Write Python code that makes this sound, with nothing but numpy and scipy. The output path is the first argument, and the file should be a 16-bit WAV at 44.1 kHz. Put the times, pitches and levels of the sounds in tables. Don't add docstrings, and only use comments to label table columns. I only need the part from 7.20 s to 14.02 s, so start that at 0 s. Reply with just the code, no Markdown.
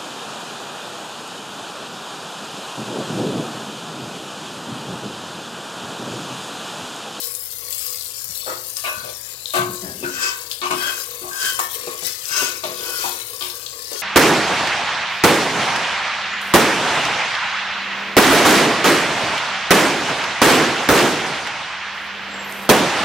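import sys
import numpy as np
from scipy import signal
from scipy.fft import rfft, irfft, next_fast_len
from scipy.io import wavfile
from scipy.ndimage import uniform_filter1d

SR = 44100
rng = np.random.default_rng(int(sys.argv[2]) if len(sys.argv) > 2 else 0)


def int16_out(signal):
    q = np.round(np.clip(np.atleast_2d(signal).T, -1, 1) * 32767)
    wavfile.write(sys.argv[1], SR, q.astype(np.int16))


N = 300762
T = np.arange(N) / SR

# f/Hz, density/dB per Hz
BACKGROUND_COLOUR = [(20, -11), (45, -7), (70, -1), (84, -14), (98, 5.5), (122, 3.5), (200, -12),
                     (400, -6.5), (1000, -6), (3000, -39)]
# f/Hz, t60/s
ROOM_DECAY = [(150, 0.52), (600, 0.54), (2500, 0.38), (8000, 0.045), (16000, 0.4)]
# f/Hz, left over right/dB
PORT_SHADE = [(60, -3), (200, 0.5), (380, 4), (600, 5), (1290, 3.5), (2380, 5.5), (4400, 12.5), (8100, 21),
              (15000, 22)]
# t/s, first bump level/dB, f/Hz, run length/s
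ROCKING_RUNS = [(1.083, -37, 70.5, 0.02), (1.765, -35, 91, 0.1), (2.377, -24, 156, 0.12),
                (2.614, -28, 234.5, 0.33), (3.521, -27, 249, 0.06), (5.47, -29, 170, 0.02)]
# t/s, level/dB
RIM_TICKS = [(2.2558, -17.5), (2.3037, -20), (3.3127, -15.5), (3.4145, -17), (5.438, -16.5), (6.208, -19),
             (6.222, -15.5), (6.2984, -21.5), (6.4625, -19)]
# f/Hz, level re tick/dB, t60/s
SPOON_MODES = [(3300, -21.5, 0.068), (3655, -20, 0.12), (4105, -22.5, 0.28)]
# t/s, level/dB, f/Hz, length/s
EDGE_SQUEAKS = [(1.642, -31.5, 2553, 0.08), (1.643, -37, 2790, 0.047), (1.665, -36, 1495, 0.18),
                (2.360, -28, 1528, 0.084), (2.637, -39, 1680, 0.088), (2.826, -37, 2570, 0.02),
                (2.838, -27.5, 1497, 0.06), (4.028, -38.5, 1112, 0.19), (4.036, -39, 705, 0.064),
                (4.107, -34, 1579, 0.17), (4.401, -35, 1810, 0.079), (5.107, -23.5, 1528, 0.026)]
# f/Hz, struck level/dB, scraped level/dB, free t60/s
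POT_MODES = [(273.8, -5, -28, 0.7), (360.5, 3.5, -10, 0.74), (615, -6, 4, 0.43), (712, -5, -31, 0.17),
             (976, -12.5, 3, 0.9), (1089, -5, 0.5, 0.66), (1168, 5.5, 6, 0.36), (1270, -37, -9, 0.28),
             (1441, -48, 13, 0.083), (1494, 4, 11, 0.19), (1670, -40, -22, 0.12), (1810, 1.5, -45, 0.093),
             (1978, -22, -3, 0.47), (2226, 3.5, -8.5, 0.22), (2537, -5, 6, 0.27), (2590, -3, 1, 0.16),
             (2860, -31, -11, 0.17), (3134, -24, -14, 0.64), (3060, -18, 3.5, 0.21), (3380, -18, 0, 0.11),
             (4020, -20, 7, 0.6), (4520, -20, 22, 0.25), (5070, -24, -14, 0.31)]
# t/s, level/dB, centre f/Hz, thud level/dB,
# hardness/dB (low = cushioned by food), chatter length/s
POT_BLOWS = [(1.262, -28.5, 580, -17.5, -16, 0.061), (1.267, -32, 1340, -33, -29, 0.063),
             (1.561, -42, 1144, -44, -8, 0.022), (1.639, -31.5, 664, -39, 1.5, 0.034),
             (1.665, -25.5, 1090, -41, -21, 0.022), (1.837, -33.5, 563, -26, -6.5, 0.055),
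             (2.336, -22, 734, -23.5, -0.5, 0.039), (2.358, -26.5, 1140, -12.5, -3.5, 0.063),
             (2.624, -38, 670, 3.5, -19, 0.078), (2.826, -29, 355, -5, -6.5, 0.027),
             (3.416, -39, 1070, -16, 6.5, 0.018), (3.430, -24, 1180, -23, -2, 0.041),
             (3.504, -20.5, 1140, -14, -4, 0.039), (4.014, -39, 517, -7, -3.5, 0.022),
             (4.39, -18.5, 1100, -25.5, -11, 0.0042), (4.67, -24, 467, -16, -10.5, 0.0074),
             (4.821, -34.5, 464, -6, -18, 0.019), (5.218, -21, 440, -14, -22, 0.0051),
             (5.434, -22.5, 663, -20.5, -6.5, 0.019), (5.464, -40.5, 534, -15, -2, 0.068),
             (5.599, -36.5, 394, -20, -5.5, 0.11), (5.838, -25, 955, -16.5, -9, 0.037),
             (6.207, -37.5, 1030, -18, 3.5, 0.069), (6.713, -29.5, 450, -30, -12, 0.034)]
# peak t/s, rise/s, fall/s, pressure level/dB, grit level re pressure/dB,
# stirred-up fizz level/dB, squeal f/Hz, upper squeal f/Hz, squeal level/dB, upper squeal level/dB
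SPOON_STROKES = [(3.065, 0.25, 0.12, -24.5, 2.5, -38, 1520, 2623, -25.5, -35),
                 (3.666, 0.22, 0.18, -24.5, -4.5, -37.5, 1537, 3300, -23, -33.5),
                 (4.256, 0.16, 0.17, -27, 3, -30.5, 1553, 3180, -25, -31),
                 (5.195, 0.16, 0.19, -22, 4.5, -31.5, 1510, 2638, -27, -28),
                 (5.789, 0.41, 0.31, -30, -0.5, -34.5, 1463, 3070, -36.5, -44),
                 (6.27, 0.21, 0.39, -42.5, -8, -57, 1596, 3200, -51, -59),
                 (6.77, 0.08, 0.18, -49, -5, -44, 1480, 3250, -44, -43)]
# f/Hz, level/dB
SLIP_COLOUR = [(200, -43.5), (380, 6.5), (800, -19), (1100, 3), (1550, -3), (1900, 4), (3100, 5.5),
               (4200, -12), (9000, -12)]
# f/Hz, level/dB
GRIT_HISS_COLOUR = [(2000, -55), (3200, 1), (4300, 3), (5000, 11), (6500, 8), (8300, 4), (10000, -17),
                    (16000, -76)]
# t/s, level/dB, centre f/Hz
OIL_SPITS = [(0.1496, -11.5, 9450), (0.505, -18, 14300), (0.525, -16.5, 7050), (1.0425, -17, 14100),
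             (1.5677, -15.5, 6340), (4.3916, -13.5, 7560), (4.865, -13, 12800), (5.0535, -18, 5800)]
# t/s, fine fizz level/dB, wet crackle level re fizz/dB
STEADY_FRYING = [(0, -33.5, -8), (0.32, -37.5, 2.5), (0.95, -37.5, 3), (1.5, -38, 3.5), (2.05, -40, 3.5),
                 (2.23, -43.5, 7.5), (2.52, -37, 3), (2.9, -41.5, 3), (3.2, -39.5, 5), (3.429, -44, 2.5),
                 (3.8, -35, 2.5), (4.0, -39, 1), (4.68, -40, 8), (5.4, -43, 9.5), (6.1, -37, 2),
                 (6.55, -42.5, 6.5), (6.82, -39, 10.5)]
# peak t/s, rise/s, fall/s, fizz level/dB, wet crackle level re fizz/dB
SIZZLE_FLARES = [(0.04, 0.1, 0.12, -36.5, 6.5), (0.63, 0.21, 0.18, -30.5, 0.5),
                 (1.17, 0.051, 0.098, -33.5, -24), (1.585, 0.018, 0.27, -38.5, 7),
                 (2.36, 0.05, 0.062, -32.5, 2.5), (3.32, 0.024, 0.073, -36.5, 2),
                 (3.511, 0.008, 0.02, -34.5, 9.5), (4.399, 0.016, 0.09, -30.5, 4),
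                 (4.55, 0.064, 0.05, -33, 2.5), (4.868, 0.059, 0.11, -33.5, 12),
                 (5.88, 0.089, 0.081, -34, 3.5), (6.225, 0.014, 0.18, -35, -7)]
# f/Hz, density/dB per Hz
FRYING_COLOUR = [(250, -47), (400, -15), (520, 3.5), (800, -15), (1150, -4), (1800, -2), (2600, -3.5),
                 (3600, 1), (5100, 4.5), (6000, -0.5), (7400, 1.5), (11000, -5), (14000, -3.5),
                 (16000, -10)]
# f/Hz, width/Hz, level/dB
POT_AIR_MODES = [(489, 40, 1.5), (1104, 64, 0.5), (1740, 440, -6)]

EDGE_HZ = 16100
PORT_DELAY_S = 0.00022
TICK_HZ = 3950
BUMP_GAP_S, BUMP_FADE_DB_PER_S, BUMP_SCATTER_OCTAVES = 0.064, 14, 0.48
SQUEAL_WIDTH_HZ = 29
SQUEAL_SAG_OCTAVES_PER_S = 0.25
STROKE_DROP_DB, STROKE_SHAPE = 29, 1.5
FLARE_DROP_DB, FLARE_SHAPE = 14.5, 1.34
SPRAY_DB, SPRAY_FALL_S = -23, 0.024


def amp(db):
    return 10 ** (np.asarray(db) / 20)


def evened(x):
    return x / np.sqrt(np.mean(x ** 2) + 1e-20)


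def read(points, hz):
    f, value = np.transpose(points)
    return np.interp(np.log(hz + 1), np.log(f + 1), value)


def add(mix, s, sound):
    part = mix[round(s * SR):][:len(sound)]
    part += sound[:len(part)]


def band(x, lo_hz, hi_hz, order=2):
    edges_hz = [lo_hz, min(hi_hz, .49 * SR)]
    return signal.sosfilt(signal.butter(order, edges_hz, "band", fs=SR, output="sos"), x)


def colour(x, points):
    size = next_fast_len(N + 4096)
    gain = amp(read(points, np.fft.rfftfreq(size, 1 / SR)))
    return irfft(rfft(x, size) * gain, size)[..., :N]


def through(x, response):
    return signal.fftconvolve(np.atleast_2d(x), response, axes=1)[:, :N]


def clicks(per_s, spread_db, count=N):
    size = amp(spread_db * np.minimum(rng.exponential(1, count), 4.6))
    sign = rng.choice([-1, 1], count)
    return evened(size * sign * (rng.random(count) < per_s / SR))


def flutter(hz, depth_db):
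    knots = rng.standard_normal(4000)
    return amp(depth_db * np.interp(T * hz, np.arange(len(knots)), knots))


def arch(peak_s, rise_s, fall_s, drop_db, shape):
    away = np.maximum((peak_s - T) / rise_s, (T - peak_s) / fall_s)
    return amp(-drop_db * np.minimum(abs(away), 10) ** shape)


def drifting(x, respond, count=44):
    hop, out = N // count, np.zeros((2, N))
    for centre in range(0, N + hop, hop):
        n = np.arange(max(centre - hop, 0), min(centre + hop, N))
        piece = x[..., n] * np.cos(np.pi / 2 * (n - centre) / hop)
        for port, sound in zip(out, through(piece, respond())):
            add(port, n[0] / SR, sound)
    return out


def bounces(x, t60, wet_db):
    t = np.arange(4096) / SR
    click = 1. * (t == 0)
    direct = np.array([click, signal.lfilter(*signal.butter(1, 2200, fs=SR), click)])

    def respond():
        tail = band(rng.standard_normal((2, len(t))) * amp(-60 * t / t60), 1560, 16800, order=1)
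        response = direct + amp(wet_db) * tail / np.linalg.norm(tail[0])
        return response / np.linalg.norm(response[0])
    return drifting(x, respond)


def background():
    shared, own = rng.standard_normal(N), rng.standard_normal((2, N))
    rumble = evened(colour(shared + 0.52 * own, BACKGROUND_COLOUR))
    upper_hum = evened(np.sin(2 * np.pi * 119 * T) * flutter(hz=5, depth_db=2))
    lower_hum = evened(np.sin(2 * np.pi * 70.5 * T) * flutter(hz=3.46, depth_db=1.5))
    return amp(-54.5) * rumble + amp(-65) * upper_hum + amp(-62) * lower_hum


def room_tail():
    taps = rng.standard_normal((2, SR // 2)) * (np.arange(SR // 2) > .006 * SR)
    hz, t, z = signal.stft(taps, SR, nperseg=256)
    same = 1 / (1 + (hz[:, None] / 800) ** 2)
    z[1] = same * z[0] + np.sqrt(1 - same ** 2) * z[1]
    decay = amp(-60 * t / read(ROOM_DECAY, hz)[:, None])
    tail = signal.istft(z * decay, SR, nperseg=256)[1]
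    return tail / np.linalg.norm(tail[0])


def rocking():
    out, t = np.zeros(N), np.arange(SR // 3) / SR
    u = t / 0.016
    for s, db, hz, length in ROCKING_RUNS:
        for k, (slip, corner) in enumerate(rng.uniform(-1, 1, (12, 2))):
            after = BUMP_GAP_S * (k + 0.305 * slip * (k > 0))
            if after >= length:
                continue
            note = hz * 2 ** (BUMP_SCATTER_OCTAVES * corner)
            judder = evened(band(rng.standard_normal(len(t)), note / 1.36, note * 2.32, order=3))
            bump = u * np.exp(1 - u) * (np.sin(2 * np.pi * note * t) + 0.83 * judder)
            add(out, s + after, amp(db - 10.5 - BUMP_FADE_DB_PER_S * after) * bump)
    return out


def crack(hz, width, decay_s, order):
    t = np.arange(1024) / SR
    noise = rng.standard_normal(len(t)) * t * np.exp(-t / decay_s)
    burst = band(noise, hz * 2 ** (-width / 2), hz * 2 ** (width / 2), order=order)
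    return burst / abs(burst).max()


def ticks():
    out, t = np.zeros(N), np.arange(SR // 3) / SR
    ring = sum(amp(db - 60 * t / t60) * np.sin(2 * np.pi * hz * t) for hz, db, t60 in SPOON_MODES)
    for s, db in RIM_TICKS:
        add(out, s + 0.00103, amp(db) * crack(TICK_HZ, width=0.46, decay_s=0.0006, order=2))
        add(out, s + 0.001005, amp(db) * ring)
    return amp(3.0) * bounces(out, t60=0.3, wet_db=-1.5)


def singing(hz, count=N):
    keep = np.exp(-np.pi * SQUEAL_WIDTH_HZ / SR)
    noise = rng.standard_normal(count) + 1j * rng.standard_normal(count)
    drift = signal.lfilter([1 - keep], [1, -keep], noise)
    strength = np.sqrt(abs(uniform_filter1d(abs(drift) ** 2, size=700)) / 2 + 1e-12)
    carrier = np.exp(2j * np.pi * np.cumsum(hz * np.ones(count)) / SR)
    return (drift / strength * carrier).real


def squeaks():
    out, t = np.zeros(N), np.arange(SR // 2) / SR
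    for s, db, hz, length in EDGE_SQUEAKS:
        fade = np.minimum(t / 0.004, 1) * np.exp(-(t / length) ** 4)
        add(out, s, amp(db) * singing(hz, count=len(t)) * fade)
    return bounces(out, t60=0.085, wet_db=1)


def pot(levels_db, held=1., scatter_hz=1500):
    t, out = np.arange(SR) / SR, 0
    for (hz, _, _, t60), db in zip(POT_MODES, levels_db):
        phase = rng.uniform(-1, 1, (2, 1)) * min((hz / scatter_hz) ** 2, np.pi)
        out = out + amp(db - 60 * t / (t60 * held)) * np.sin(2 * np.pi * hz * t + phase)
    return out


def clatter():
    dull, left, right = np.zeros((3, N))
    t, ring_t = np.arange(SR // 3) / SR, np.arange(SR) / SR
    mode_hz, mode_db = np.transpose(POT_MODES)[:2]
    for s, db, hz, thud_db, hard_db, length in POT_BLOWS:
        fade = np.minimum(t / 0.00061, 1) * np.exp(-np.maximum(t - length, 0) / (0.0087 + 0.18 * length))
        contacts = clicks(per_s=2500, spread_db=2, count=len(t)) * fade
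        body = band(band(contacts, hz / 1.173, hz * 1.045, order=1), 233, 2880)
        thud = band(contacts, 93, 255)
        edge = band(band(contacts, 1900, 2930, order=1), 760, 9700)
        chatter = evened(body) + amp(thud_db) * evened(thud) + amp(hard_db - 1.5) * evened(edge)
        add(dull, s, amp(db) * np.sqrt(np.mean(fade ** 2)) * chatter)

        reach_db = -6 * abs(np.log2(mode_hz / hz))
        reach_db = np.where(mode_hz < 400, thud_db + 8.5, reach_db)
        held = np.interp(s, [2.4, 2.9], [1.0, .5])
        onset = 1 - np.exp(-ring_t / (0.00026 + 0.1 * length))
        ring = amp(db + hard_db + 3.5) * pot(mode_db + reach_db, held) * onset
        add(left, s, ring[0])
        add(right, s, ring[1])
    return bounces(dull, t60=0.061, wet_db=6.5) + np.array([left, right])


def scraping():
    pressure, grit, squeal = np.zeros((3, N))
    for peak, rise, fall, db, grit_db, _, squeal_hz, upper_hz, squeal_db, upper_db in SPOON_STROKES:
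        push = arch(peak, rise, fall, STROKE_DROP_DB, STROKE_SHAPE)
        pressure += amp(db) * push
        grit += amp(db + grit_db) * push
        sag = 2 ** (-SQUEAL_SAG_OCTAVES_PER_S * (T - peak))
        squeal += push * amp(squeal_db) * singing(squeal_hz * sag)
        squeal += push * amp(upper_db) * singing(upper_hz * sag)
    slips = clicks(per_s=5400, spread_db=2.9) * flutter(hz=94.8, depth_db=2.0)
    force = evened(colour(slips, SLIP_COLOUR)) * pressure
    wall = pot([row[2] for row in POT_MODES], held=.45)
    ring = through(force, wall / np.linalg.norm(wall[0]))
    hiss = grit * evened(colour(slips, GRIT_HISS_COLOUR))
    rasp = amp(-11.5) * force + amp(-6.0) * hiss
    return amp(-4.0) * ring + bounces(rasp + squeal, t60=0.038, wet_db=4)


def spits():
    out = np.zeros(N)
    for s, db, hz in OIL_SPITS:
        add(out, s + .001, amp(db + 2) * crack(hz, width=0.4, decay_s=0.0007, order=1))
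    return bounces(out, t60=0.08, wet_db=-4)


def pings(per_s, cycles, spread_db, size=400, count=12000):
    at, pitch, keep, q = rng.random((count, 4, 1)).transpose(1, 0, 2)
    hz, n = 1500 * (16000 / 1500) ** (pitch ** .5), np.arange(size)
    turns = hz * n / SR
    gain = amp(spread_db * np.minimum(rng.exponential(1, (count, 1)), 3.5)) * hz ** 0.21
    gain = gain * (keep < per_s * N / SR / count)
    grains = gain * np.exp(-turns / (cycles * (1.1 + q))) * np.sin(2 * np.pi * turns)
    return evened(np.bincount(((at * N).astype(int) + n).ravel(), grains.ravel(), N)[:N])


def frying_levels():
    s, fizz_db, wet_db = np.transpose(STEADY_FRYING)
    fizz = amp(np.interp(T, s, fizz_db)) ** 2
    wet = amp(np.interp(T, s, fizz_db + wet_db)) ** 2
    for peak, rise, fall, db, crackle_db in SIZZLE_FLARES:
        flare = amp(db) * arch(peak, rise, fall, FLARE_DROP_DB, FLARE_SHAPE)
        fizz += flare ** 2
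        wet += (amp(crackle_db) * flare) ** 2
    for peak, rise, fall, _, _, db, *_ in SPOON_STROKES:
        flare = amp(db) * arch(peak, rise, fall, drop_db=13, shape=1.2)
        fizz += flare ** 2
        wet += (amp(3.0) * flare) ** 2
    for s, db, _ in OIL_SPITS:
        spray = arch(s + 0.0071, 0.0014, SPRAY_FALL_S, FLARE_DROP_DB, FLARE_SHAPE)
        fizz += (amp(db + SPRAY_DB) * spray) ** 2
    return np.sqrt(fizz), np.sqrt(wet)


def sizzle():
    fizz_gain, wet_gain = frying_levels()
    snaps = sum(band(clicks(per_s=800, spread_db=5.5), hz / 1.046, hz * 1.172, order=1)
                for hz in np.geomspace(1000, 15000, num=7))
    high_snaps = band(clicks(per_s=720, spread_db=4.0), 5300, 12200, order=1)
    bursts = evened(snaps) + amp(-3.0) * evened(high_snaps)
    bursts += amp(1.0) * rng.standard_normal(N)
    bursts += amp(-4) * pings(per_s=1100, cycles=10.7, spread_db=5)
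    bursts = bounces(bursts * flutter(hz=45.26, depth_db=1), t60=0.031, wet_db=1.5)
    spray = evened(band(clicks(per_s=330, spread_db=4.8), 8000, 20000, order=2))
    bursts = colour(evened(bursts) + amp(-8.5) * spray, FRYING_COLOUR)
    fizz = amp(0.5) * fizz_gain * evened(band(bursts, 10600, 30000, order=3))
    crackle = amp(-4) * wet_gain * evened(band(bursts, 150, 7050, order=3))

    bubbling = clicks(per_s=500, spread_db=1.0) * flutter(hz=14, depth_db=6.0)
    hollow = sum(amp(db) * evened(band(bubbling, hz - width / 2, hz + width / 2, order=1))
                 for hz, width, db in POT_AIR_MODES)
    stirred_db = np.interp(T, [0, 2.2, 4.5, 6.8], [-52, -59.0, -49.0, -47.0])
    return fizz + crackle + amp(stirred_db) * hollow


def scene():
    frying = sizzle() + spits()
    spoon = scraping() + squeaks() + ticks() + clatter() + rocking()
    room = drifting(amp(-9.0) * frying + amp(-7) * spoon, room_tail, count=20)
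    return frying + spoon + room + background()


def record(dry):
    hz = np.fft.rfftfreq(N, 1 / SR)
    lead = amp(read(PORT_SHADE, hz))
    late = np.exp(-2j * np.pi * hz * PORT_DELAY_S)
    balance = np.array([lead, late]) * 2 / (1 + lead)
    ports = irfft(rfft(dry) * balance, N)
    low_pass = signal.firwin(511, EDGE_HZ, window=("kaiser", 9), fs=SR)
    return signal.oaconvolve(ports, low_pass[None], "same")


dry = scene()
out = record(dry)
int16_out(out)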